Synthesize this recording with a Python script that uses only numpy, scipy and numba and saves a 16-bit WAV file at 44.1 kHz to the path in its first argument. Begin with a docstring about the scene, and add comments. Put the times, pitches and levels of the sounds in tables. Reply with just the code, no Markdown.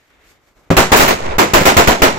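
"""A stone terrace at night: a string of firecrackers goes off a few metres from a phone.
A fuse of three flickering noise bands fizzes. Each blast is a short push-pull pressure pulse with a bright
burst, then dense noise echoes of the low walls and a longer tail from the surroundings; two muffled booms
and a slow membrane wobble add bass. The microphones overload; a look-ahead limiter ducks before a blast,
holds, and lets the tail swell back."""
import sys
import numpy as np
from scipy import signal
from scipy.fft import rfft, irfft
from scipy.io import wavfile
from scipy.ndimage import uniform_filter1d, minimum_filter1d
from numba import njit

SR = 44100
rng = np.random.default_rng(int(sys.argv[2]) if len(sys.argv) > 2 else 0)


def log_audio(samples):
    """Write samples as a 16-bit WAV file to the path given in sys.argv[1]."""
    # one column per channel
    frames = np.atleast_2d(samples).T
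    # limit to full scale, then quantise
    limited = np.clip(frames, -1, 1)
    pcm = np.round(limited * 32767).astype(np.int16)
    wavfile.write(sys.argv[1], SR, pcm)


def magnitude_from_level(level_db):
    """Linear magnitude for a level in decibels (20 dB per decade)."""
    exponent = np.asarray(level_db, float) / 20
    return 10 ** exponent


N = 96226  # length in samples

# The blasts; each layer adds its own gain to the levels. Each row: start in seconds, level in dB,
# treble tilt in dB per octave above 1 kHz, low thump in dB, lag of the left echoes in samples.
BLASTS = [(0.7026, 13, -1, -18, 23), (.7670, 26.5, 3, 13.5, -4.5), (0.918, 26.5, 2, 10, 10.5),
          (0.963, 18, 4.5, -40, 17), (.995, 22.5, 3, 4.5, 20.5), (1.028, 15, 3, 2.5, 13),
          (1.077, 20, 2.5, 0.5, 20), (1.383, 25, 2, -22, 18), (1.5351, 26.5, 2.5, 13, 18.5),
          (1.603, 13, 2.5, -12, 18.5), (1.6541, 27.5, 2.5, 8, 16), (1.7665, 28, 2.5, 12, 17.5),
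          (1.8727, 25, 2, 12, 13), (2.0189, 27.5, 2, 13.5, 15.5)]
RISE_S = 0.0004  # time constant of the onset of echoes and cracks


def read(table, hz):
    """Value of a table on a log-frequency axis."""
    a = np.array(table, float)
    return np.interp(np.log(hz), np.log(a[:, 0]), a[:, 1])


def unit(x):
    """Scale to rms 1."""
    return x / np.sqrt(np.mean(x ** 2))


def colour(x, table):
    """Shape noise by a (Hz, dB) table, silent outside it, and scale it to rms 1."""
    a = np.array(table, float)
    hz = np.arange(N // 2 + 1) * SR / N + 1
    inside = (hz > a[0, 0]) * (hz < a[-1, 0])
    return unit(irfft(rfft(x) * magnitude_from_level(read(table, hz)) * inside, N))


def band(x, hz, width):
    """Two-pole band-pass."""
    return signal.lfilter(*signal.iirpeak(hz, hz / width, fs=SR), x)


def fall(s, t60, rise, hold=0.):
    """Envelope that rises, holds and dies away after a blast at s (all in seconds)."""
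    u = np.maximum(np.arange(N) / SR - s, 0)
    return (1 - np.exp(-u / rise)) * magnitude_from_level(-60 * (np.hypot(u, hold) - hold) / t60)


def pulses():
    """The direct shock of each blast: a push and a pull; duller blasts rise slower and push longer."""
    pulse_s, pulse_db = 0.00093, 12  # length at zero tilt, gain
    out, t = 0, np.arange(N) / SR
    for s, level_db, tilt, _, _ in BLASTS:
        u = np.clip((t - s) / (pulse_s * magnitude_from_level(-tilt)), 0, 50)
        push_pull = (1 - np.exp(-u / 0.62)) * (1 - u) * np.exp(-u)
        out = out + magnitude_from_level(level_db + pulse_db) * push_pull
    return out


def cracks():
    """First reflections off the stones: a bright band of noise bursts just after each shock."""
    crack_hz, t60_s, crack_db = 2130, 0.026, -10.5
    env = 0
    for s, level_db, tilt, _, _ in BLASTS:
        env = env + magnitude_from_level(level_db + crack_db + 2 * tilt) * fall(s + 0.0008, t60_s, RISE_S)
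    n = rng.standard_normal((3, N))
    return env * unit(band(n[1:] + 0.2 * n[0], crack_hz, 0.4 * crack_hz))


def echoes():
    """Dense echoes band by band: treble comes first; part is shared between the sides, the left one lagged."""
    # Echo spectrum. Each row: frequency in Hz, level in dB per kHz of bandwidth.
    echo_spectrum = [(60, -10.5), (120, -12), (250, -2.5), (420, -0.5), (800, 1.5), (1200, -5.5),
                     (2200, -12.5), (3500, -19), (7000, -28.5), (10000, -28.5), (16000, -27.5)]
    # Resonances of the terrace. Each row: frequency in Hz, width in Hz, level in dB.
    resonances = [(203, 10, -20.5), (376.3, 22.4, -13.5)]
    # Decay of the near walls. Each row: frequency in Hz, time to fall 60 dB in seconds.
    near_t60 = [(60, 0.45), (400, 0.14), (2000, 0.2), (8000, 0.23), (15000, 0.092)]
    # Decay of the far surroundings. Each row: frequency in Hz, time to fall 60 dB in seconds.
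    far_t60 = [(60, 0.3), (500, 0.44), (2000, 0.4), (8000, 0.3), (15000, 0.1)]
    # Likeness of the sides. Each row: frequency in Hz, shared part of the power from 0 to 1.
    likeness = [(60, 0.93), (250, 0.97), (600, 0.66), (1500, 0.15), (5000, 0.13), (15000, 1)]
    # Stereo balance. Each row: frequency in Hz, left minus right in dB.
    balance = [(60, -10.5), (110, 5), (200, -1.5), (380, 1.5), (700, -0.5), (1290, -3.5), (2380, -2),
               (4400, -4.5), (8120, 0.5), (15000, -6.5)]
    body_hold_s = 0.044  # the near echoes stay full about this long before dying
    far_db, far_rise_s = -7.5, 0.028
    rise_cycles, grain_db = 4.75, 1.5

    out, t = np.zeros((2, N)), np.arange(N)
    b = np.array(BLASTS, float)
    latest = np.clip(np.searchsorted(b[:, 0], t / SR) - 1, 0, None)
    lag = b[latest, 4]
    grain = magnitude_from_level(grain_db * unit(uniform_filter1d(rng.standard_normal(N), size=90)))
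    # half-octave centres; each level includes its bandwidth
    bands = [(hz, hz / 3, read(echo_spectrum, hz) + 10 * np.log10(hz / 3000))
             for hz in 60 * 2 ** np.arange(0, 8.1, .5)]
    for hz, width, db in bands + resonances:
        power = 0
        for s, level_db, tilt, _, _ in BLASTS:
            gain = magnitude_from_level(level_db + db + tilt * max(np.log2(hz / 1000), 0))
            near = fall(s, read(near_t60, hz), RISE_S + rise_cycles / hz, body_hold_s)
            far = magnitude_from_level(far_db) * fall(s, read(far_t60, hz), far_rise_s)
            power = power + gain ** 2 * (near ** 2 + far ** 2)
        n = rng.standard_normal((3, N)) * grain
        n = unit(band(band(n, hz, 1.62 * width), hz, 1.62 * width))
        c = np.clip(read(likeness, hz), 0, 1)
        shared = np.array([np.interp(t - lag, t, n[0]), n[0]])
        pan = magnitude_from_level(read(balance, hz) / 2 * np.array([[1], [-1]]))
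        out += np.sqrt(power) * pan * (np.sqrt(c) * shared + np.sqrt(1 - c) * n[1:])
    return out


def thuds():
    """Muffled blasts: short booms of low cosines and rough noise, nearly the same in both microphones."""
    # The booms. Each row: start in seconds, level in dB, time to fall 60 dB in seconds.
    booms = [(.7030, 16.5, 0.12), (1.61, 14.5, 0.058)]
    # Their low modes. Each row: frequency in Hz, level in dB.
    modes = [(105, 5), (165, 7.5), (270, 3.5), (372, 5.5), (545, -1), (690, -35)]
    rough_db = -11
    out, n = 0, rng.standard_normal((3, N))
    for s, level_db, t60 in booms:
        u = np.arange(N) / SR - s
        for hz, db in modes:
            rough = magnitude_from_level(rough_db) * unit(band(n[0] + 0.75 * n[1:], hz, hz / 3))
            env = magnitude_from_level(level_db + db) * fall(s, t60, 0.0018, 0.004)
            out = out + env * (np.cos(2 * np.pi * hz * u) + rough)
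    return out


def thump():
    """Overloaded membranes wobble as low noise after a blast; their rest position swings back slowly."""
    wobble_hz, wobble_t60_s, wobble_db = 35.5, 0.14, 12
    drift_hz, drift_t60_s, drift_db = 3.34, 1., -4
    t = np.arange(N) / SR
    power, swing = 0, 0
    for s, _, _, low_db, _ in BLASTS:
        power = power + (magnitude_from_level(low_db + wobble_db) * fall(s, wobble_t60_s, 0.0039)) ** 2
        drift = np.sin(2 * np.pi * drift_hz * (t - s))
        swing = swing + magnitude_from_level(low_db + drift_db) * fall(s, drift_t60_s, 0.005) * drift
    n = rng.standard_normal((3, N))
    wobble = unit(band(n[1:] + 0.76 * n[0], wobble_hz, 1.47 * wobble_hz))
    return np.sqrt(power) * wobble - swing


def fuse():
    """The fuse fizzes: three bands of partly shared noise swell and fade under one quick flicker."""
    # Loudness over time. Each row: time in seconds, bass in dB, middle in dB, treble in dB.
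    fizz = [(0.0, -64, -62, -67), (0.08, -65, -64, -67.5), (0.112, -59.5, -59, -67),
            (0.19, -58, -60.5, -69), (0.234, -58, -56.5, -63), (0.3, -58, -57, -54.5),
            (0.39, -61, -65, -72), (0.454, -64, -67, -68), (0.482, -58, -61, -63), (0.544, -64, -70, -72),
            (0.568, -55, -61.5, -63), (0.598, -55, -64, -63), (0.655, -56.5, -64, -67.5)]
    # Spectrum of the bass. Each row: frequency in Hz, relative density in dB per Hz.
    bass_spectrum = [(18, -37), (30, -2.5), (201, -15), (271, -13), (302, -10), (382, -11.5), (1250, -17.5),
                     (1620, -24), (2750, -120)]
    # Spectrum of the middle. Each row: frequency in Hz, relative density in dB per Hz.
    middle_spectrum = [(740, -24), (1250, -11.5), (1380, -7.5), (2230, -6.5), (2450, -11), (3700, -13),
                       (4810, -30), (8140, -120)]
    # Spectrum of the treble. Each row: frequency in Hz, relative density in dB per Hz.
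    treble_spectrum = [(2180, -31), (3700, 1), (4390, 5), (7440, 0.5), (9510, 2), (14100, 0), (16000, -30)]
    t, a = np.arange(N) / SR, np.array(fizz, float)
    n = rng.standard_normal((9, N))
    flicker = magnitude_from_level(0.97 * unit(uniform_filter1d(rng.standard_normal(N), size=600)))
    bass = colour(n[:2] + 1.55 * n[2], bass_spectrum)
    middle = colour(n[6:8] + 0.5 * n[8], middle_spectrum)
    treble = colour(n[3:5] + 0.5 * n[5], treble_spectrum)
    gains = [magnitude_from_level(np.interp(t, a[:, 0], a[:, k])) for k in range(1, 4)]
    return flicker * (bass * gains[0] + middle * gains[1] + treble * gains[2])


def scene():
    """Blasts with their bursts, echoes, booms and wobble, over the fuse."""
    return pulses() + cracks() + echoes() + thuds() + thump() + fuse()


def microphones(x):
    """The membranes saturate softly, then a response curve colours the treble."""
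    # Microphone response. Each row: frequency in Hz, gain in dB.
    response = [(1500, 1), (2400, 2.5), (3000, 0), (5000, 0), (7200, 3), (8200, -2.5), (9500, -9),
                (10800, -6), (13500, -2.5), (15300, 1)]
    top = magnitude_from_level(27.5)  # overload level
    x = top * np.tanh((np.abs(x) / top) ** 2) ** .5 * np.sign(x)
    hz = np.arange(N + 1) * SR / N / 2 + 1
    return irfft(rfft(x, 2 * N) * magnitude_from_level(read(response, hz)))[:, :N]


@njit
def release(need, step):
    """Follows rises at once, falls by a factor per sample."""
    e, out = 0., np.empty(len(need))
    for i in range(len(need)):
        e = max(need[i], e * step)
        out[i] = e
    return out


def limiter(x):
    """Turns both sides down ahead of a peak above 1, holds, then recovers at a steady rate in dB."""
    ahead_s, hold_s, release_db_s, attack_s = 0.0077, 0.068, 224.5, 0.003
    ahead, hold = int(ahead_s * SR), int(hold_s * SR)
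    peak = np.pad(np.abs(x).max(axis=0), (hold, ahead))
    # sliding maximum from hold before to ahead after each sample
    need = -minimum_filter1d(-peak, ahead + hold + 1)[(ahead + hold) // 2:][:N]
    env = release(np.maximum(need, 1.), magnitude_from_level(-release_db_s / SR))
    return x * uniform_filter1d(1 / env, int(attack_s * SR) + 1)


def top_cut(x):
    """Nothing passes above the cut-off."""
    return signal.sosfilt(signal.butter(12, 16410, fs=SR, output="sos"), x)


def record(dry):
    """Microphones saturate and colour, the limiter ducks, the top is cut and the loudest peaks clip."""
    x = limiter(microphones(dry))
    low_pass = signal.butter(12, 15700, fs=SR, output="sos")
    x = signal.sosfiltfilt(low_pass, x)
    mix = np.clip(x * magnitude_from_level(1.), -1, 1)  # 1 dB of gain into the clipping
    return top_cut(mix)


dry = scene()
out = record(dry)
log_audio(out)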